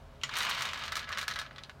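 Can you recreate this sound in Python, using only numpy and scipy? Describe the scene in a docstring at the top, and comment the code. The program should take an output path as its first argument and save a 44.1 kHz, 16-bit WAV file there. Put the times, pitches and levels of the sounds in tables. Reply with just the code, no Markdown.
"""Loose grain tumbles in a homemade drum that turns on casters in a small room. A low hum, faint handling
rumble and room noise are there from the start. At about 0.2 s a sharp clack starts a slide of grains rolling
over one another. Clumps knock on the drum's wall, a few hits with a low thud beneath them; every grain contact
rings the hollow inside. The slide thins into separate clumps, then a few last ticks."""
import sys
import numpy as np
from scipy import signal
from scipy.fft import rfft, irfft
from scipy.io import wavfile

SR = 44100
rng = np.random.default_rng(int(sys.argv[2]) if len(sys.argv) > 2 else 0)


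def to_wav(s):
    """Save 16-bit WAV."""
    ch = np.atleast_2d(s).T  # columns
    pcm = np.round(np.clip(ch, -1, 1) * 32767)  # PCM
    wavfile.write(sys.argv[1], SR, pcm.astype(np.int16))


N = 79380  # 1.8 s
STRIKE_S = 0.0044  # the opening part of a hit, which sets its strength


def amp(db):
    """Turns decibels into a factor to multiply by."""
    return 10 ** (np.asarray(db) / 20)


def unit(x):
    """Scales a sound to an average strength (rms) of 1."""
    return x / np.sqrt(np.mean(x ** 2) + 1e-20)


def gain_at(points, hz):
    """Reads the gain at each frequency from a curve of (frequency [Hz], level [dB]) points."""
    point_hz, db = np.transpose(points)
    return amp(np.interp(np.log(hz + 1), np.log(point_hz + 1), db))


def colour(x, points, size=4096):
    """Gives a sound the tone of such a curve, with no ringing ahead of a hit."""
    log_gain = np.log(gain_at(points, abs(np.fft.fftfreq(size, 1 / SR))))
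    response = np.exp(np.conj(signal.hilbert(log_gain)))
    taps = np.fft.ifft(response).real[:size // 2]
    return signal.fftconvolve(x, taps)[:len(x)]


def noise_band(centre_hz, width_hz):
    """Noise gathered around one pitch."""
    hz = np.fft.rfftfreq(N, 1 / SR)
    falloff = 1 + (2 * (hz - centre_hz) / width_hz) ** 2
    return unit(irfft(rfft(rng.standard_normal(N)) / falloff, N))


def hum():
    """The turning drum gives a wavering hum."""
    # parts of the hum: (pitch [Hz], level [dB], width [Hz])
    bands = [(39, -71.5, 2.7), (83.3, -61.5, 23), (136.7, -62.5, 14.5), (421.3, -70.5, 24),
             (549.5, -66.5, 60), (649, -66, 60)]
    return sum(amp(db) * noise_band(hz, width) for hz, db, width in bands)


def handling(pitch_hz=42.7):
    """Handling makes a deep rumble that swells and fades."""
    # loudness of the rumble: (time [s], level [dB])
    levels = [(0, -56), (.2, -67), (.37, -60), (.5, -70), (1.2, -70), (1.8, -65)]
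    swell = amp(np.interp(np.arange(N) / SR, *np.transpose(levels)))
    return swell * noise_band(pitch_hz, width_hz=pitch_hz / 2)


def room_noise(level_db=-57):
    """The room adds a steady, mostly low noise."""
    # tone of the room noise: (frequency [Hz], relative level [dB])
    tone = [(15, -22), (60, 0), (105, -3), (170, -9.5), (240, -6), (320, -15), (420, -15), (480, -22.5),
            (700, -12), (900, -13), (1100, -15), (1450, -16), (2200, -28.5), (4800, -31), (7700, -38),
            (16000, -45)]
    spectrum = rfft(rng.standard_normal(N)) * gain_at(tone, np.fft.rfftfreq(N, 1 / SR))
    return amp(level_db) * unit(irfft(spectrum, N))


def drum_echo(wall_db=-1.5, room_db=-3.5, ring_db=-13, size=12000):
    """One contact is heard as a click, echoes off the drum's wall, a hollow ring and a room echo."""
    # notes of the drum's hollow: (pitch [Hz], relative level [dB], time to fade by 60 dB [s])
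    notes = [(542, -7.5, 0.095), (747, -5, 0.12), (1131, -1, 0.12), (1305, 1.5, 0.064), (1487, -1.5, 0.091),
             (1678.4, 5.5, 0.12), (1993, 0, 0.079), (2157, -3, 0.068), (2530, -6, 0.13), (2915, -2, 0.045),
             (3095, -4.5, .06), (3700, 4, 0.068)]
    wall_fade_s, room_fade_s, room_rise_s = 0.054, 0.13, 0.0016
    wall_dull_hz = 7200  # wall echoes lose their treble above this
    t = np.arange(size) / SR
    fall = np.log(1000) * t  # makes each fade time a drop of 60 dB
    damping = np.exp(-2 * np.pi * wall_dull_hz / SR)
    walls = signal.lfilter([1], [1, -damping], rng.standard_normal(size)) * np.exp(-fall / wall_fade_s)
    room = rng.standard_normal(size) * np.exp(-fall / room_fade_s) * (1 - np.exp(-t / room_rise_s))
    ring = sum(amp(db) * np.exp(-fall / fade) * np.cos(2 * np.pi * hz * t) for hz, db, fade in notes)
    out = amp(wall_db) * unit(walls) + amp(room_db) * unit(room) + amp(ring_db) * unit(ring)
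    out /= np.sqrt(size)
    out[0] += 1  # the click itself
    return out


def contacts(per_s, spread_db=5):
    """Grains touch in random clicks, mostly small, a few large."""
    strength = amp(spread_db * np.minimum(rng.exponential(1, N), 3.13))
    sign = rng.choice([-1, 1], N)
    touching = rng.random(N) < per_s / SR
    return unit(strength * sign * touching)


def slide(places=3, grains_per_s=2600, snaps_per_s=160, snap_db=-14.5, shell_db=-24):
    """Grains roll over one another at several places; the sound turns hollow as the flow thins."""
    # loudness of the sliding grain: (time [s], level [dB])
    levels = [(.2, -67.5), (.25, -48), (.305, -49.5), (.325, -39), (.37, -37), (.4, -37.5), (.45, -34.5),
              (.48, -34.5), (.52, -37.5), (.56, -37), (.64, -37.5), (.71, -41.5), (.77, -39), (.87, -42),
              (.91, -49.5), (.98, -36.5), (1.06, -53), (1.085, -44.5), (1.16, -44.5), (1.21, -39.5),
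              (1.26, -51.5), (1.31, -43), (1.345, -48), (1.38, -43.5), (1.41, -45), (1.49, -59.5),
              (1.6, -59), (1.67, -61.5), (1.8, -70)]
    # tones of fast flow, thin flow and bright snaps: (frequency [Hz], relative level [dB])
    fast_tone = [(150, -59), (250, -27), (528, -15.5), (586, -13.5), (1120, -2.5), (1580, -6), (2160, -3),
                 (2400, -5.5), (2910, -2.5), (4260, -13), (4990, -16), (9170, -30), (10400, -40),
                 (12300, -42), (16000, -36)]
    thin_tone = [(150, -68), (300, -33), (550, -12), (740, -8.5), (930, -11.5), (1060, -3.5), (1130, -2),
                 (1190, -6), (1300, 6), (1390, -8), (1480, 1.5), (1580, -3), (1685, 3), (1790, -2.5),
                 (2050, -3.5), (2500, -6.5), (3100, -7), (3840, -15), (4900, -12.5), (5830, -28),
                 (16000, -54)]
    snap_tone = [(500, -58), (2000, -67), (4000, 12), (6000, 1.5), (9000, -10), (10400, -22), (11600, -5),
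                 (15800, -23)]
    t = np.arange(N) / SR
    flow = amp(np.interp(t, *np.transpose(levels)))
    thin = np.interp(t, [0.72, 1.18], [0, 1])
    out = np.zeros(N)
    for _ in range(places):
        grains = contacts(grains_per_s / places)
        rolling = (1 - thin) * unit(colour(grains, fast_tone)) + thin * unit(colour(grains, thin_tone))
        snaps = amp(snap_db) * unit(colour(contacts(snaps_per_s / places), snap_tone))
        out += signal.fftconvolve(flow * (rolling + snaps), drum_echo())[:N]
    # the drum's shell booms under the sliding weight
    boom = amp(shell_db) * flow * noise_band(centre_hz=206, width_hz=47)
    return unit(out) * np.sqrt(np.mean(flow ** 2)) + boom


def landing(contact_s=0.00097, size=1024):
    """A quick burst of tiny contacts echoes in the drum."""
    age = np.arange(size) / SR / contact_s
    spectrum = rfft(rng.standard_normal(size) * np.sqrt(age) * np.exp(-age))
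    burst = irfft(spectrum / (abs(spectrum) + 1e-9))  # all frequencies equally strong
    return signal.fftconvolve(burst[:size // 2], drum_echo())


def unit_strike(x):
    """Scales a hit so that its opening part has a strength of 1."""
    return x / np.std(x[:round(STRIKE_S * SR)])


def clacks():
    """Hard hits, each a crack with a short ring at one pitch, open and close the slide."""
    # hard hits: (time [s], level [dB], ring pitch [Hz], ring width [Hz], ring gain [dB], crack gain [dB])
    hits = [(0.214, -52, 2820, 920, 2.5, -6), (0.2346, -30, 3040, 500, -4.5, 1.5),
            (1.6354, -43.5, 3730, 1020, 1.5, -20), (1.6955, -44, 1620, 1220, 1.5, -22)]
    # tone of the crack: (frequency [Hz], relative level [dB])
    crack_tone = [(100, -37), (400, -18), (750, -16), (1000, -4.5), (1400, -2), (1650, -14), (1950, 1),
                  (2450, -6), (3100, 5), (3650, -9.5), (4150, 0.5), (4850, -10), (5600, -2), (6300, -12),
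                  (6850, 0.5), (7700, -15), (9500, -20), (10400, -32), (11600, -22), (13000, -33),
                  (15800, -35)]
    out = np.zeros(N)
    for start_s, db, hz, width_hz, ring_db, crack_db in hits:
        ring = landing()
        for _ in range(2):
            ring = signal.lfilter(*signal.iirpeak(hz, hz / width_hz / 2, fs=SR), ring)
        crack = colour(landing(), crack_tone)
        clack = amp(crack_db) * unit_strike(crack) + amp(ring_db) * unit_strike(ring)
        add(out, start_s, amp(db) * clack)
    return out


def thumps(rise_s=0.015):
    """Some hits carry a low thud beneath them: each thud swells quickly and dies more slowly."""
    # low thuds: (time [s], level [dB], pitch [Hz])
    thuds = [(0.236, -50, 135), (.32, -53, 122), (.59, -47.5, 133), (.675, -52, 77.5), (1.095, -47, 81.5)]
    t = np.arange(SR // 5) / SR
    swell = t / rise_s * np.exp(1 - t / rise_s)
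    out = np.zeros(N)
    for start_s, db, hz in thuds:
        add(out, start_s, amp(db) * swell * np.sin(2 * np.pi * hz * t))
    return out


def knocks(gain_db=-12, body_hz=1510, middle_hz=3670, crisp_hz=10900):
    """Clumps of grain strike the wall, each with its own share of body and crispness."""
    # clumps: (time [s], relative level [dB], relative body [dB], relative crispness [dB])
    clumps = [(0.2921, -30.5, -4.5, -24), (0.3379, -27.5, -6, -22), (0.3552, -25, -16, -20),
              (0.3678, -25, -14, -10), (0.3727, -25.5, -0.5, -4), (0.386, -23.5, -10, -3),
              (0.405, -19.5, -9, -25), (0.4164, -29.5, -15, -10), (0.4233, -27.5, -2, -4.5),
              (0.4309, -23.5, -17, -13), (0.45, -26.5, 0, -8), (0.4948, -25.5, -2, -5),
              (0.5002, -25.5, -7, -8), (0.5114, -20.5, -17, -36), (0.5405, -29, -17, -21),
              (0.548, -29.5, -11, -16), (0.5903, -29, -4.5, -13), (0.6078, -26, -8, -16),
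              (0.6209, -21.5, -7.5, -11), (0.6534, -24.5, -9, -13.5), (0.6614, -32, -4, -28),
              (0.6886, -27, -13, -20), (0.7331, -25, -8, -18), (0.7745, -32.5, -8, -17),
              (0.789, -39, -18, -9), (0.82, -32, -14, -42), (0.8372, -27, -15, -21),
              (0.8607, -32, -13, -15), (0.8797, -26.5, -10, -25), (0.9207, -24, -4, -16),
              (0.9548, -22, -7, -11.5), (0.9676, -23, -6.5, -10.5), (0.9739, -32, -1, -20),
              (0.9926, -25.5, -11, -18), (1.0292, -34.5, -10, -29), (1.0426, -33.5, -13, -33),
              (1.0782, -41, 5, -26), (1.0905, -31.5, -3, -14.5), (1.1054, -42, 32, 2),
              (1.1193, -32, -1, -13), (1.1266, -24, -11, -31), (1.1481, -34, -11, -27),
              (1.1732, -24.5, -6.5, -19), (1.1844, -24, -4, -9.5), (1.1902, -25.5, -7.5, -13),
              (1.213, -26, -17, -16), (1.2286, -27.5, -4, -13), (1.2376, -40, -12, -16),
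              (1.28, -19.5, -8.5, -14), (1.3021, -29.5, -7, -20), (1.3113, -25, -9, -17.5),
              (1.3203, -33, -1, -33), (1.3375, -28.5, -22, -20), (1.3586, -26.5, -3.5, -20),
              (1.3626, -29, -1, -23), (1.389, -24, -12, -14.5), (1.3964, -26.5, -25, -18),
              (1.415, -30, -4, -18), (1.4633, -36.5, -7, -34), (1.509, -41, 2, -28),
              (1.5607, -38, -14, -29), (1.5823, -33, -11.5, -30.5)]
    # tone that all knocks share: (frequency [Hz], relative level [dB])
    tone = [(100, -35.5), (350, -12), (700, -13), (1150, 6), (2000, 5.5), (2450, -2), (3100, 0),
            (4200, -0.5), (4900, -8), (5600, -7), (7000, -14), (8000, -19), (9300, -19.5), (10400, -28),
            (11500, -24.5), (15800, -32.5)]
    # the range that sets a knock's strength: (low edge [Hz], high edge [Hz])
    strike_band = [2200, 7000]
    band_filter = signal.butter(3, strike_band, "band", fs=SR, output="sos")
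    out = np.zeros(N)
    for start_s, db, body_db, crisp_db in clumps:
        own_tone = [(body_hz, 3.5 + body_db), (middle_hz, 0), (crisp_hz, 22 + crisp_db)]
        hit = colour(colour(landing(), tone), own_tone)
        strike = signal.sosfilt(band_filter, hit[:round(STRIKE_S * SR)])
        add(out, start_s, amp(gain_db + db) * hit / np.std(strike))
    return out


def add(mix, start_s, sound):
    """Mixes a sound in at the given time."""
    part = mix[max(round(start_s * SR), 0):][:len(sound)]
    part += sound[:len(part)]


def scene():
    """Grain, drum and background add up in one channel."""
    return (slide() + knocks() + clacks() + thumps() + hum() + handling() + room_noise())[None]


def record(dry):
    """Cuts away the very highest treble."""
    top_hz = 15950
    low_pass = signal.firwin(511, top_hz, window=("kaiser", 9), fs=SR)
    return signal.oaconvolve(dry, low_pass[None], "same")


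dry = scene()
out = record(dry)
to_wav(out)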